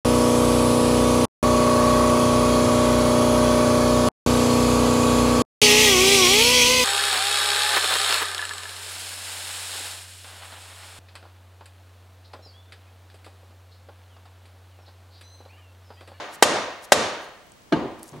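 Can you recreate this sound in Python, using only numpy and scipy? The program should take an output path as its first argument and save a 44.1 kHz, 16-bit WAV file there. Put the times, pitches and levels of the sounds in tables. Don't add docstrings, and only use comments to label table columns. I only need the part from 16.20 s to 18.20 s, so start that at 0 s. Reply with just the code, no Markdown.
import sys
import numpy as np
from scipy import signal
from scipy.io import wavfile

SR = 44100
rng = np.random.default_rng(int(sys.argv[2]) if len(sys.argv) > 2 else 0)


def transcribe(signal):
    frames = np.atleast_2d(signal).T
    limited = np.clip(frames, -1, 1)
    pcm = np.round(limited * 32767).astype(np.int16)
    wavfile.write(sys.argv[1], SR, pcm)


def volts_from_db(level):
    exponent = np.asarray(level, float) / 20
    return 10 ** exponent


N = 88200
PRE = SR // 2


def in_hz(points, hz):
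    table = np.array(points)
    return np.interp(np.log(hz), np.log(table[:, 0]), table[:, 1])


def spot(s):
    return int(round(s * SR)) + PRE


def filtered(x, order, hz, kind):
    return signal.sosfilt(signal.butter(order, hz, kind, fs=SR, output="sos"), x)


def ring(clicks, hz, t60):
    r = volts_from_db(-60 / (t60 * SR))
    w = 2 * np.pi * hz / SR
    return signal.lfilter([0, np.sin(w)], [1, -2 * r * np.cos(w), r * r], clicks + 1e-18)


def banded(likeness, shape):
    out = 0
    edges = 25 * 2 ** np.arange(0, 9.6, 0.5)
    white = rng.standard_normal((2, 2, N + PRE))
    for k, (low, high) in enumerate(zip(edges, edges[1:])):
        hz = np.sqrt(low * high)
        mid, side = filtered(white[k % 2], 2, [low, high], "band")
        alike = np.clip(in_hz(likeness, hz), 0, 1)
        stereo = np.sqrt(1 + alike) * mid + np.sqrt(1 - alike) * side * [[1], [-1]]
        out = out + shape(hz) * stereo
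    return out


def blows():
    # time in seconds, force in dB, brightness in dB per octave.
    strikes = [
        (-.275, 6, 0.1),
        (0.225, 6, -0.1),
        (0.7207, 4.5, -0.4),
    ]
    # pitch in Hz, level in dB, time to fall 60 dB in seconds.
    casing = [(432, -18.5, 0.069), (670, -3, 0.015), (826, 4, 0.0095), (1267, -24, 0.068),
              (1569, -3.5, .022), (1910, -7, 0.02), (2720, -17.5, 0.045), (3128, -7, 0.026),
              (3810, -5.5, 0.013), (4370, -19.5, 0.0075), (5550, -11, 0.014), (6730, -14, 0.014),
              (7890, -12.5, 0.01), (10000, -16.5, 0.0077)]
    lead, lead_db = int(0.0035 * SR), -46
    chatter_per_s, chatter_t60_s, chatter_db = 2000, 0.037, -16.5
    clump_s, clump_spread_s, clump_db = 0.01, 0.002, -15.5
    tilt_db = 5
    out = np.zeros(N + PRE)
    t = np.arange(SR // 20) / SR
    for s, db, bright_db in strikes:
        when = rng.random(len(t)) < chatter_per_s / SR
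        rattle = volts_from_db(chatter_db - 60 * t / chatter_t60_s)
        rattle = rattle + volts_from_db(clump_db) * np.exp(-((t - clump_s) / clump_spread_s) ** 2)
        for hz, level_db, t60 in casing:
            clicks = np.zeros(SR // 4)
            draw = rng.standard_normal(len(t))
            tilt = volts_from_db(tilt_db * np.log2(hz / 4000))
            clicks[:lead] = volts_from_db(lead_db) * tilt ** 2 * draw[-lead:] * np.linspace(0, 1, lead)
            clicks[lead:lead + len(t)] = when * draw * rattle * tilt
            clicks[lead] += 1
            i = spot(s) - lead
            level = volts_from_db(db + level_db + bright_db * np.log2(hz / 1000))
            out[i:i + len(clicks)] += level * ring(clicks, hz, t60)
    return filtered(out, 2, 330, "high")


def bench():
    # time in seconds, force in dB, treble limit of the contact in Hz.
    knocks = [
        (1.5195, -14.5, 497),
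        (1.5240, -13, 1820),
        (1.5301, -10, 2460),
        (1.536, -11, 2600),
        (1.567, -22.5, 700),
        (1.655, -20.5, 696),
        (1.938, -40, 970),
    ]
    # pitch in Hz, level in dB, time to fall 60 dB in seconds.
    modes = [(144, -8, 0.058), (213, -5.5, 0.045), (309, 1, 0.026), (420, -5, 0.015), (685, -13, 0.1),
             (886, -12, 0.079), (1235, -14, 0.054), (1611, -11, 0.04), (2340, -27, 0.024),
             (2917, -15, 0.046), (4200, -12.5, 0.023), (6200, -20, 0.012)]
    out = np.zeros(N + PRE)
    for s, db, cut_hz in knocks:
        push = np.zeros(SR // 3)
        spread_db = rng.normal(0, 2, len(modes))
        push[0] = 1
        push = filtered(push + 1e-18, 2, cut_hz, "low")
        body = 0
        for k, (hz, level_db, t60) in enumerate(modes):
            body = body + (-1) ** k * volts_from_db(level_db + spread_db[k]) * ring(push, hz, t60)
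        part = out[spot(s):spot(s) + len(body)]
        part += volts_from_db(db) * body[:len(part)]
    return out


def rocking():
    # time in seconds, level in dB.
    rocks = [
        (1.922, -35),
        (1.934, -43.5),
        (1.976, -35),
    ]
    push = np.zeros(N + PRE)
    for s, db in rocks:
        push[spot(s)] = volts_from_db(db)
    push = filtered(push + 1e-18, 2, 210, "low")
    return ring(push, hz=141, t60=0.28)


def shot():
    # time of the peak in seconds, level in dB, rise in seconds, fall in seconds.
    slides = [
        (.15, -45.5, .025, .012),
        (.648, -46.5, .022, .010),
        (1.03, -58, .03, .03),
        (1.795, -55.5, .008, .006),
        (1.835, -49.5, .008, .012),
        (1.885, -53, 0.013, 0.02),
        (1.858, -55, 0.0074, 0.011),
        (1.97, -66.5, 0.054, 0.054),
    ]
    pellets_per_s, low_hz, high_hz = 12000, 4000, 12000
    t = (np.arange(N + PRE) - PRE) / SR
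    level = 0
    for s, db, rise, fall in slides:
        level = level + volts_from_db(db) * np.exp(-((t - s) / np.where(t < s, rise, fall)) ** 2)
    hits = rng.random(len(t)) < pellets_per_s / SR
    grains = hits * rng.standard_normal(len(t)) * volts_from_db(2.7 * rng.exponential(1, len(t)))
    grains = filtered(grains, 3, [low_hz, high_hz], "band")
    return level * grains / grains.std()


def ticks():
    # time in seconds, peak in dB, pitch in Hz.
    tick_rows = [(1.045, -41, 10000), (1.089, -43, 8500), (1.267, -44.5, 11780), (1.298, -49, 7900),
                 (1.320, -34.5, 8370), (1.420, -44, 7000), (1.831, -22.5, 10000), (1.8405, -37, 12500),
                 (1.877, -49, 10000), (1.881, -35, 7850), (1.892, -33.5, 7160), (1.917, -41, 7550),
                 (1.922, -40.5, 6000)]
    out = np.zeros(N + PRE)
    click = np.eye(1, 400)[0]
    for s, db, hz in tick_rows:
        t60 = 6.3 / hz
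        tick = ring(ring(click, hz, t60), hz, t60)
        out[spot(s):spot(s) + 400] += volts_from_db(db) * tick / np.abs(tick).max()
    return out


def room():
    # frequency in Hz, time to fall 60 dB in seconds.
    room_t60 = [(80, 0.72), (160, 0.45), (420, 0.71), (1100, 0.84), (2900, 0.83), (6000, 0.59),
                (10000, 0.22), (14000, 0.14)]
    # frequency in Hz, level in dB.
    wet_blow = [(50, -23), (150, -8), (400, -4), (800, -3.5), (2000, -11.5), (7000, -15.5), (10000, -20),
                (14500, -33)]
    wet_bench = [(29, -63), (50, -13), (314, 1.5), (570, -15), (674, -10), (1040, -13), (1170, -21.5),
                 (3580, -29), (15000, -71.5)]
    # time in seconds, late level in dB,
    # early scatter in dB, extra lows in dB per octave below 1000 Hz.
    from_blows = [
        (-.275, 0, 12.5, 0.9),
        (.2246, -2, 10, 1.1),
        (.7208, -3.5, 9.5, 1.26),
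    ]
    from_knocks = [
        (1.523, -4.5, 7, 0.1),
        (1.93, -22.5, -19.5, 0.1),
        (1.965, -34, -24, 0.1),
    ]
    # frequency in Hz, likeness from 0 to 1.
    likeness = [(60, 0.1), (150, 0.8), (500, 0.95), (1200, 0.76), (3000, 0.42), (8000, 0.8), (14000, 0)]
    build_s, scatter_s, early_t60_s = 0.015, 0.0011, 0.068
    early_tilt_db, early_lows_db = 1, 6
    t = (np.arange(0, N + PRE, 8) - PRE) / SR

    def band(hz):
        power = 0
        octaves = np.log2(hz / 1000)
        for rows, colour in ((from_blows, wet_blow), (from_knocks, wet_bench)):
            for s, late_db, early_db, lows_db in rows:
                age = np.maximum(t - s, 0)
                late = volts_from_db(late_db - lows_db * min(octaves, 0) - 60 * age / in_hz(room_t60, hz))
                late = late * (1 - np.exp(-age / build_s))
                early_db = early_db + early_tilt_db * octaves + early_lows_db * min(octaves + 1, 0)
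                early = volts_from_db(early_db - 60 * age / early_t60_s) * (1 - np.exp(-age / scatter_s))
                power = power + volts_from_db(2 * in_hz(colour, hz)) * (late ** 2 + early ** 2)
        return np.repeat(np.sqrt(power), 8)[:N + PRE]

    top = signal.cheby2(8, 40, 13600, fs=SR, output="sos")
    return signal.sosfilt(top, banded(likeness, band))


def sing(x):
    # pitch in Hz, width in Hz, level in dB.
    lines = [(326, 10, -8), (517.5, 28, -4.5), (598, 28, -3.5), (722, 24, -6.5), (905, 14.6, -6),
             (1047, 13, -13), (1205, 50, -4.5), (1606, 70, -7.5), (1854, 60, 0), (2807, 20, -9.5),
             (3626, 54, -0.5), (6810, 140, -0.5)]
    out = x.copy()
    for hz, width_hz, db in lines:
        r = np.exp(-np.pi * width_hz / SR)
        feed = np.array([1, 0, -1]) * (1 - r * r) / 2
        back = [1, -2 * r * np.cos(2 * np.pi * hz / SR), r * r]
        out += volts_from_db(db) * signal.lfilter(feed, back, x)
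    return out


def floor():
    # frequency in Hz, level in dB per Hz.
    colour = [(15, -29), (25, 5.5), (199, -1), (305, -1.5), (409, -2.5), (716, -4), (1250, -8), (7450, -18),
              (14500, -28)]
    # frequency in Hz, likeness from 0 to 1.
    likeness = [(30, 0.1), (200, 0.5), (1000, 0), (5000, 0.2), (14000, 0)]
    hiss_db, whine_db, whine_hz = -53, -74, 15734
    hiss = banded(likeness, lambda hz: volts_from_db(in_hz(colour, hz)))
    whine = np.sin(2 * np.pi * whine_hz * np.arange(N + PRE) / SR)
    return volts_from_db(hiss_db) * hiss / hiss.std() + volts_from_db(whine_db) * whine


def scene():
    blow_pan = volts_from_db(np.array([[0.3], [-0.3]]))
    shot_pan = volts_from_db(np.array([[0.6], [-0.6]]))
    direct = blows() * blow_pan + bench() + rocking() + (shot() + ticks()) * shot_pan
    direct = filtered(direct, 2, 117, "high")
    return (direct + sing(room()) + floor())[:, PRE:]


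def low_pass(x):
    return signal.sosfilt(signal.butter(12, 16270, fs=SR, output="sos"), x)


def record(dry):
    duck_above_db, duck_share, attack_s, release_db_per_s = -7, 0.31, 0.002, 160.5
    clip_top, clip_hard = 0.96, 6.0
    level_db = 20 * np.log10(np.abs(dry).max(axis=0) + 1e-9)
    over = np.maximum(level_db - duck_above_db, 0)
    ramp = release_db_per_s * np.arange(N) / SR
    held = np.maximum.accumulate(over + ramp) - ramp
    r = np.exp(-1 / (attack_s * SR))
    late = signal.lfilter([(1 - r) ** 2], [1, -2 * r, r * r], held)
    x = dry * volts_from_db(-duck_share * late) / clip_top
    x = clip_top * x / (1 + np.abs(x) ** clip_hard) ** (1 / clip_hard)
    mix = signal.lfilter(*signal.butter(1, 60, "high", fs=SR), x)
    return low_pass(mix)


dry = scene()
out = record(dry)
transcribe(out)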